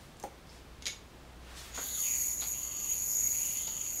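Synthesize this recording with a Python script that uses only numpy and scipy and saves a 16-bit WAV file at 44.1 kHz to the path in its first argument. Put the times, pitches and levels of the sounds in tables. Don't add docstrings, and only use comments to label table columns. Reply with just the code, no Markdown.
import sys
import numpy as np
from scipy import signal
from scipy.fft import rfft, irfft, next_fast_len
from scipy.io import wavfile
from scipy.ndimage import uniform_filter1d

SR = 44100
rng = np.random.default_rng(int(sys.argv[2]) if len(sys.argv) > 2 else 0)


def file_out(sig):
    cols = np.atleast_2d(sig).T
    lim = np.clip(cols, -1, 1)
    pcm = np.round(lim * 32767).astype(np.int16)
    wavfile.write(sys.argv[1], SR, pcm)


N = 176400

AIR_DB, HUM_HZ, TOP_HZ = -53.5, 60.5, 15760
HANDS_ECHO_DB, SPIN_ECHO_DB, ECHO_CROSSFADE_S = -3.5, -8.5, .2
CATCH_S, CATCH_DB = .2365, -37
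SPIN_START_S, SPIN_RISE_S = 1.69, 0.066
TURNS_HZ, SLOWING_HZ_PER_S = 123.6, 10

# f/Hz, level/dB
AIR_SPECTRUM = [(12, -46), (20, -9), (64, -5.5), (87, -8.5), (112, -9.5), (298, -13.5), (478, -16.5),
                (746, -18), (857, -19), (1410, -22.5), (2330, -26), (3540, -27.5), (15500, -42.5)]
# t/s, level/dB
HUM_LEVEL = [(0, -68), (.35, -59.5), (.6, -54.5), (1.1, -54), (3.3, -54), (4, -66)]
# f/Hz, t60/s
ROOM_DECAY = [(200, 0.16), (2500, 0.29), (7000, 0.27), (14000, 0.21)]
# peak t/s, rise/s, fall/s, level/dB, f/Hz, width/octaves
AIR_SWISHES = [(.01, .05, 0.12, -62.5, 4000, 1.2), (.54, 0.07, 0.088, -60.5, 4120, 0.88),
               (1.54, .14, 0.6, -54.5, 1490, 1.52), (1.578, 0.028, .1, -49.5, 4860, 0.8),
               (1.668, 0.081, 0.07, -54, 2940, 1.8), (3.14, 0.093, 0.028, -52, 5390, 0.13)]
# t/s, level/dB, f/Hz, width/octaves, t60/s
STRING_TUGS = [(1.745, -45.5, 3520, 1.3, 0.46), (1.774, -38.5, 475, 0.75, 0.14),
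               (1.775, -43, 1350, 0.58, 0.17), (2.408, -43.5, 3800, .22, 0.15),
               (2.42, -38.5, 1200, 2.2, 0.11), (2.438, -41, 4260, 0.14, 0.039),
               (3.673, -40.5, 3370, 0.58, .08), (3.676, -48.5, 600, 0.96, 0.075)]
# f/Hz, level/dB
THUD_SPECTRUM = [(100, -10), (220, -7.5), (500, -1.5), (880, 0.5), (1150, -21), (2000, -16), (5000, -32)]
# f/Hz, level/dB, t60/s
PALM_MODES = [(215, 1.5, 0.036), (330, -1, 0.069), (429, -2.5, 0.1), (536, 3, 0.094), (677, -2, .07),
              (812, 3, 0.13), (890, -11, .07)]
# t/s, level/dB, f/Hz, width/octaves
LIGHT_TICKS = [(.169, -55, 6800, .3), (.199, -42, 6500, 0.58), (.228, -40, 6470, .3),
               (.237, -41, 5740, 0.96), (.471, -50, 4800, 0.35), (0.493, -48, 4800, .25),
               (.499, -48, 4770, .25)]
# t/s, level/dB
SHELL_BLOWS = [(.823, -39), (.856, -30.5), (.862, -35.5), (.8662, -24.5), (.8715, -29.5), (.8805, -31),
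               (.888, -40), (0.896, -52)]
# f/Hz, level/dB
CLACK_SPECTRUM = [(500, -19), (1600, -28), (2150, -5.5), (2500, -14), (3000, -5.5), (4200, -7), (6800, -8),
                  (7600, -19.5), (11500, -23), (15500, -42)]
# f/Hz, level/dB, t60/s
SHELL_MODES = [(2226, -1, .2), (2482, -10, .17), (2915, -9, .17), (3416, -10, .17), (3630, -8, .19),
               (4238, -9, .16), (5222, -12, .22), (5943, -14, .17), (6740, 0, .22), (11300, -17, .22)]
# t/s, f/Hz, level/dB
WHIRR_MAIN = [(1.85, 3345, -55), (1.92, 3870, -51.5), (2.03, 3180, -49), (2.09, 2407, -45.5),
              (2.19, 2223, -52.5), (2.37, 2075, -62), (2.5, 2252, -58), (2.6, 3050, -54.5),
              (2.69, 2996, -60.5), (2.79, 2900, -55.5), (2.95, 2760, -54.5), (3.1, 2085, -63.5),
              (3.25, 2170, -54), (3.38, 2385, -53.5), (3.45, 2750, -51.5), (3.56, 2720, -52.5),
              (3.63, 3260, -51.5), (3.72, 3220, -59.5), (3.82, 2873, -54), (4, 2343, -61.5)]
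WHIRR_LOW = [(1.83, 1500, -73), (1.92, 1746, -64), (2.0, 1201, -58.5), (2.12, 942, -68), (2.55, 1000, -73),
             (2.67, 1083, -62), (2.78, 1220, -62), (2.88, 1100, -66), (3.05, 904, -81), (3.5, 1095, -77),
             (3.66, 1324, -69), (3.79, 1230, -64), (4, 956, -78)]
WHIRR_HIGH = [(1.8, 14330, -65), (2.05, 14900, -52), (2.2, 14000, -52), (2.38, 12600, -62),
              (2.47, 12630, -55), (2.7, 12700, -59), (2.98, 12640, -50), (3.07, 12550, -41.5),
              (3.16, 12320, -40), (3.27, 12580, -40), (3.38, 12700, -46), (3.48, 14400, -53),
              (3.8, 14500, -59)]
# f/Hz, level/dB
SHELL_RADIATION = [(1400, -22), (1800, -8), (2020, 0.5), (4200, 2.5), (5200, -8), (9000, -10)]
# t/s, ring level/dB, fizz level/dB
BEARING_LEVELS = [(1.74, -44.5, -69), (1.79, -37.5, -56.5), (1.87, -39, -48), (1.92, -39, -48.5),
                  (2.02, -32, -43.5), (2.2, -33.5, -44), (2.33, -34, -45.5), (2.39, -39.5, -52),
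                  (2.41, -35.5, -47), (2.445, -42.5, -49.5), (2.48, -35.5, -47), (2.7, -39.5, -54),
                  (2.92, -34.5, -48.5), (3.05, -35, -48.5), (3.16, -30, -48.5), (3.46, -35, -45),
                  (3.79, -38, -54), (3.98, -35.5, -48)]
# t/s, level/dB
LOW_RING_ENVELOPE = [(1.76, -51.5), (2.08, -46.5), (2.17, -51.5), (2.29, -51), (2.38, -61.5), (2.6, -55),
                     (2.65, -50.5), (2.97, -54.5), (3.12, -57), (3.3, -51.5), (3.88, -54), (4, -59)]
# f/Hz, width/Hz, level/dB
RING_MODES = [(6750, 170, 0), (10150, 140, -24)]
LOW_RING_MODES = [(4510, 83, 1.5), (2076, 84, -5.5)]
FIZZ_MODES = [(10250, 250, -3), (11360, 1100, 1), (12180, 300, 5.5), (14400, 1800, -49)]
# f/Hz, level/dB
RING_COLOUR = [(1600, -4), (5000, -11), (6200, 1.5), (7200, 2.5), (8500, -9.5), (10000, -9), (14000, -20)]
FIZZ_COLOUR = [(4000, -27), (9300, -10), (10200, 0.5), (15500, 1)]


def amp(db):
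    return 10 ** (np.asarray(db) / 20)


def unit(x):
    return x / np.sqrt(np.mean(x ** 2) + 1e-20)


def clock():
    return np.arange(N) / SR


def along(points, hz):
    f, values = np.transpose(points)
    return np.interp(np.log(hz + 1), np.log(f + 1), values)


def curves(rows):
    times, *columns = np.transpose(rows)
    return [np.interp(clock(), times, column) for column in columns]


def filtered(x, response):
    size = next_fast_len(N + SR // 2)
    return irfft(rfft(x, size) * response(np.fft.rfftfreq(size, 1 / SR)), size)[:N]


def colour(points):
    return lambda f: amp(along(points, f))


def noise(response):
    return unit(filtered(rng.standard_normal(N), response))


def flutter(hz):
    return noise(lambda f: np.exp(-(f / hz) ** 2))


def band(hz, octaves):
    return noise(lambda f: np.exp(-.5 * (np.log2((f + 1) / hz) / octaves) ** 2))


def decay(onset, t60, attack):
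    t = np.arange(SR // 2) / SR
    envelope = amp(-60 * t / t60) * (1 - np.exp(-t / attack))
    return np.pad(envelope, (round(onset * SR), N))[:N]


def resonate(x, modes):
    def response(f):
        return sum(amp(db) * 1j * f * width / (hz * hz - f * f + 1j * f * width)
                   for hz, width, db in modes)
    return unit(filtered(x, response))


def ring_out(blows, modes):
    out = np.zeros(N)
    for hz, db, t60 in modes:
        energy = sum((amp(level) * decay(s, t60, attack=0.0012)) ** 2 for s, level in blows)
        phase = 2 * np.pi * hz * clock() + np.cumsum(rng.normal(0, 0.041, N))
        out += amp(db) * np.sqrt(energy) * np.sin(phase)
    return out


def patchy(x, depth_db):
    spectra = signal.stft(x, nperseg=512)[2]
    field = uniform_filter1d(rng.standard_normal(spectra.shape), size=10, axis=0)
    field = uniform_filter1d(field, size=16, axis=1)
    return signal.istft(spectra * amp(depth_db * unit(field)), nperseg=512)[1][:N]


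def background():
    hum_db, = curves(HUM_LEVEL)
    waver_db = 1.5 * flutter(hz=6)
    hum = amp(hum_db + waver_db) * np.sin(2 * np.pi * HUM_HZ * clock())
    return hum + amp(AIR_DB) * noise(colour(AIR_SPECTRUM))


def kitchen_reverberation(x):
    wet = np.zeros(N)
    for centre in np.arange(0, N / SR + ECHO_CROSSFADE_S, ECHO_CROSSFADE_S):
        hz, t, spectra = signal.stft(rng.standard_normal(SR // 2), SR, nperseg=256)
        absorption = amp(-60 * t / along(ROOM_DECAY, hz)[:, None])
        tail = signal.istft(spectra * absorption, SR, nperseg=256)[1]
        near = np.flatnonzero(np.abs(clock() - centre) < ECHO_CROSSFADE_S)
        if len(near):
            fade = np.cos(np.pi / 2 * (near / SR - centre) / ECHO_CROSSFADE_S)
            echo = signal.fftconvolve(x[near] * fade, tail / np.linalg.norm(tail))[:N - near[0]]
            wet[near[0]:near[0] + len(echo)] += echo
    return np.pad(wet, (SR // 250, 0))[:N]


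def throwing():
    t, out = clock(), np.zeros(N)
    for peak, rise, fall, db, hz, octaves in AIR_SWISHES:
        swell = np.exp(-2 * ((t - peak) / np.where(t < peak, rise, fall)) ** 2)
        out += amp(db - 0.5) * band(hz, octaves) * swell
    for onset, db, hz, octaves, t60 in STRING_TUGS:
        out += amp(db) * band(hz, octaves) * decay(onset, t60, attack=0.0013)
    return out


def palm_catch():
    thud = noise(colour(THUD_SPECTRUM)) * decay(CATCH_S, t60=0.094, attack=0.00068)
    return amp(CATCH_DB) * thud + amp(-4.5) * ring_out([(CATCH_S, CATCH_DB)], PALM_MODES)


def finger_clatter():
    out = np.zeros(N)
    for onset, db, hz, octaves in LIGHT_TICKS:
        out += amp(db) * band(hz, octaves) * decay(onset, t60=0.013, attack=0.00024)
    for onset, db in SHELL_BLOWS:
        out += amp(db) * noise(colour(CLACK_SPECTRUM)) * decay(onset, t60=0.019, attack=0.00011)
    return out + amp(-18.5) * ring_out(SHELL_BLOWS, SHELL_MODES)


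def whirr(track, width_hz, spurt_db):
    pitch, db = curves(track)
    phase = 2 * np.pi * np.cumsum(pitch) / SR
    line_shape = lambda f: 1 / (1 + (f / width_hz) ** 2)
    spurts = spurt_db * flutter(hz=40)
    vibration = noise(line_shape) * np.cos(phase) + noise(line_shape) * np.sin(phase)
    return amp(db + spurts - 2) * vibration


def rubbed_string():
    main = filtered(whirr(WHIRR_MAIN, width_hz=504, spurt_db=2), colour(SHELL_RADIATION))
    low = whirr(WHIRR_LOW, width_hz=99, spurt_db=1)
    high = whirr(WHIRR_HIGH, width_hz=610, spurt_db=1.5)
    return main + low + high


def ball_impacts(rate_hz, scatter_db, turn_db):
    turns = np.cumsum(TURNS_HZ - SLOWING_HZ_PER_S * (clock() - SPIN_START_S)) / SR
    scatter = scatter_db * np.clip(rng.standard_normal(N), -2, 2)
    strength = amp(scatter + turn_db * np.sin(2 * np.pi * turns))
    pace = rate_hz * np.exp(.5 * flutter(hz=400))
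    contacts = np.diff(np.floor(np.cumsum(pace) / SR), prepend=0)
    return contacts * strength * np.sign(rng.standard_normal(N))


def bearing():
    ring_db, fizz_db = curves(BEARING_LEVELS)
    low_db, = curves(LOW_RING_ENVELOPE)
    hits = ball_impacts(rate_hz=600, scatter_db=3, turn_db=2)
    ring = unit(filtered(resonate(hits, RING_MODES), colour(RING_COLOUR)))
    skirt_filter = [(hz, 4 * width, 0) for hz, width, _ in LOW_RING_MODES]
    low_ring = resonate(resonate(hits, LOW_RING_MODES), skirt_filter)
    dense_hits = ball_impacts(rate_hz=1800, scatter_db=3, turn_db=-1)
    fizz = unit(filtered(resonate(dense_hits, FIZZ_MODES), colour(FIZZ_COLOUR)))
    scrape = band(hz=7400, octaves=0.57)
    hiss = patchy(amp(3.5) * fizz + amp(-4) * scrape, depth_db=2)
    return amp(ring_db - 1) * ring + amp(low_db - 6) * low_ring + amp(fizz_db) * hiss


def scene():
    spin_onset = np.clip((clock() - SPIN_START_S) / SPIN_RISE_S, 0, 1) ** 2
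    spin = spin_onset * (bearing() + rubbed_string())
    hands = palm_catch() + finger_clatter() + throwing()
    echoes = kitchen_reverberation(amp(SPIN_ECHO_DB) * spin + amp(HANDS_ECHO_DB) * hands)
    mono = spin + hands + echoes + background()
    return np.array([mono, mono])


def record(dry):
    low_pass = lambda f: np.clip((TOP_HZ - f) / 100 + .5, 0, 1)
    return np.array([filtered(channel, low_pass) for channel in dry])


dry = scene()
out = record(dry)
file_out(out)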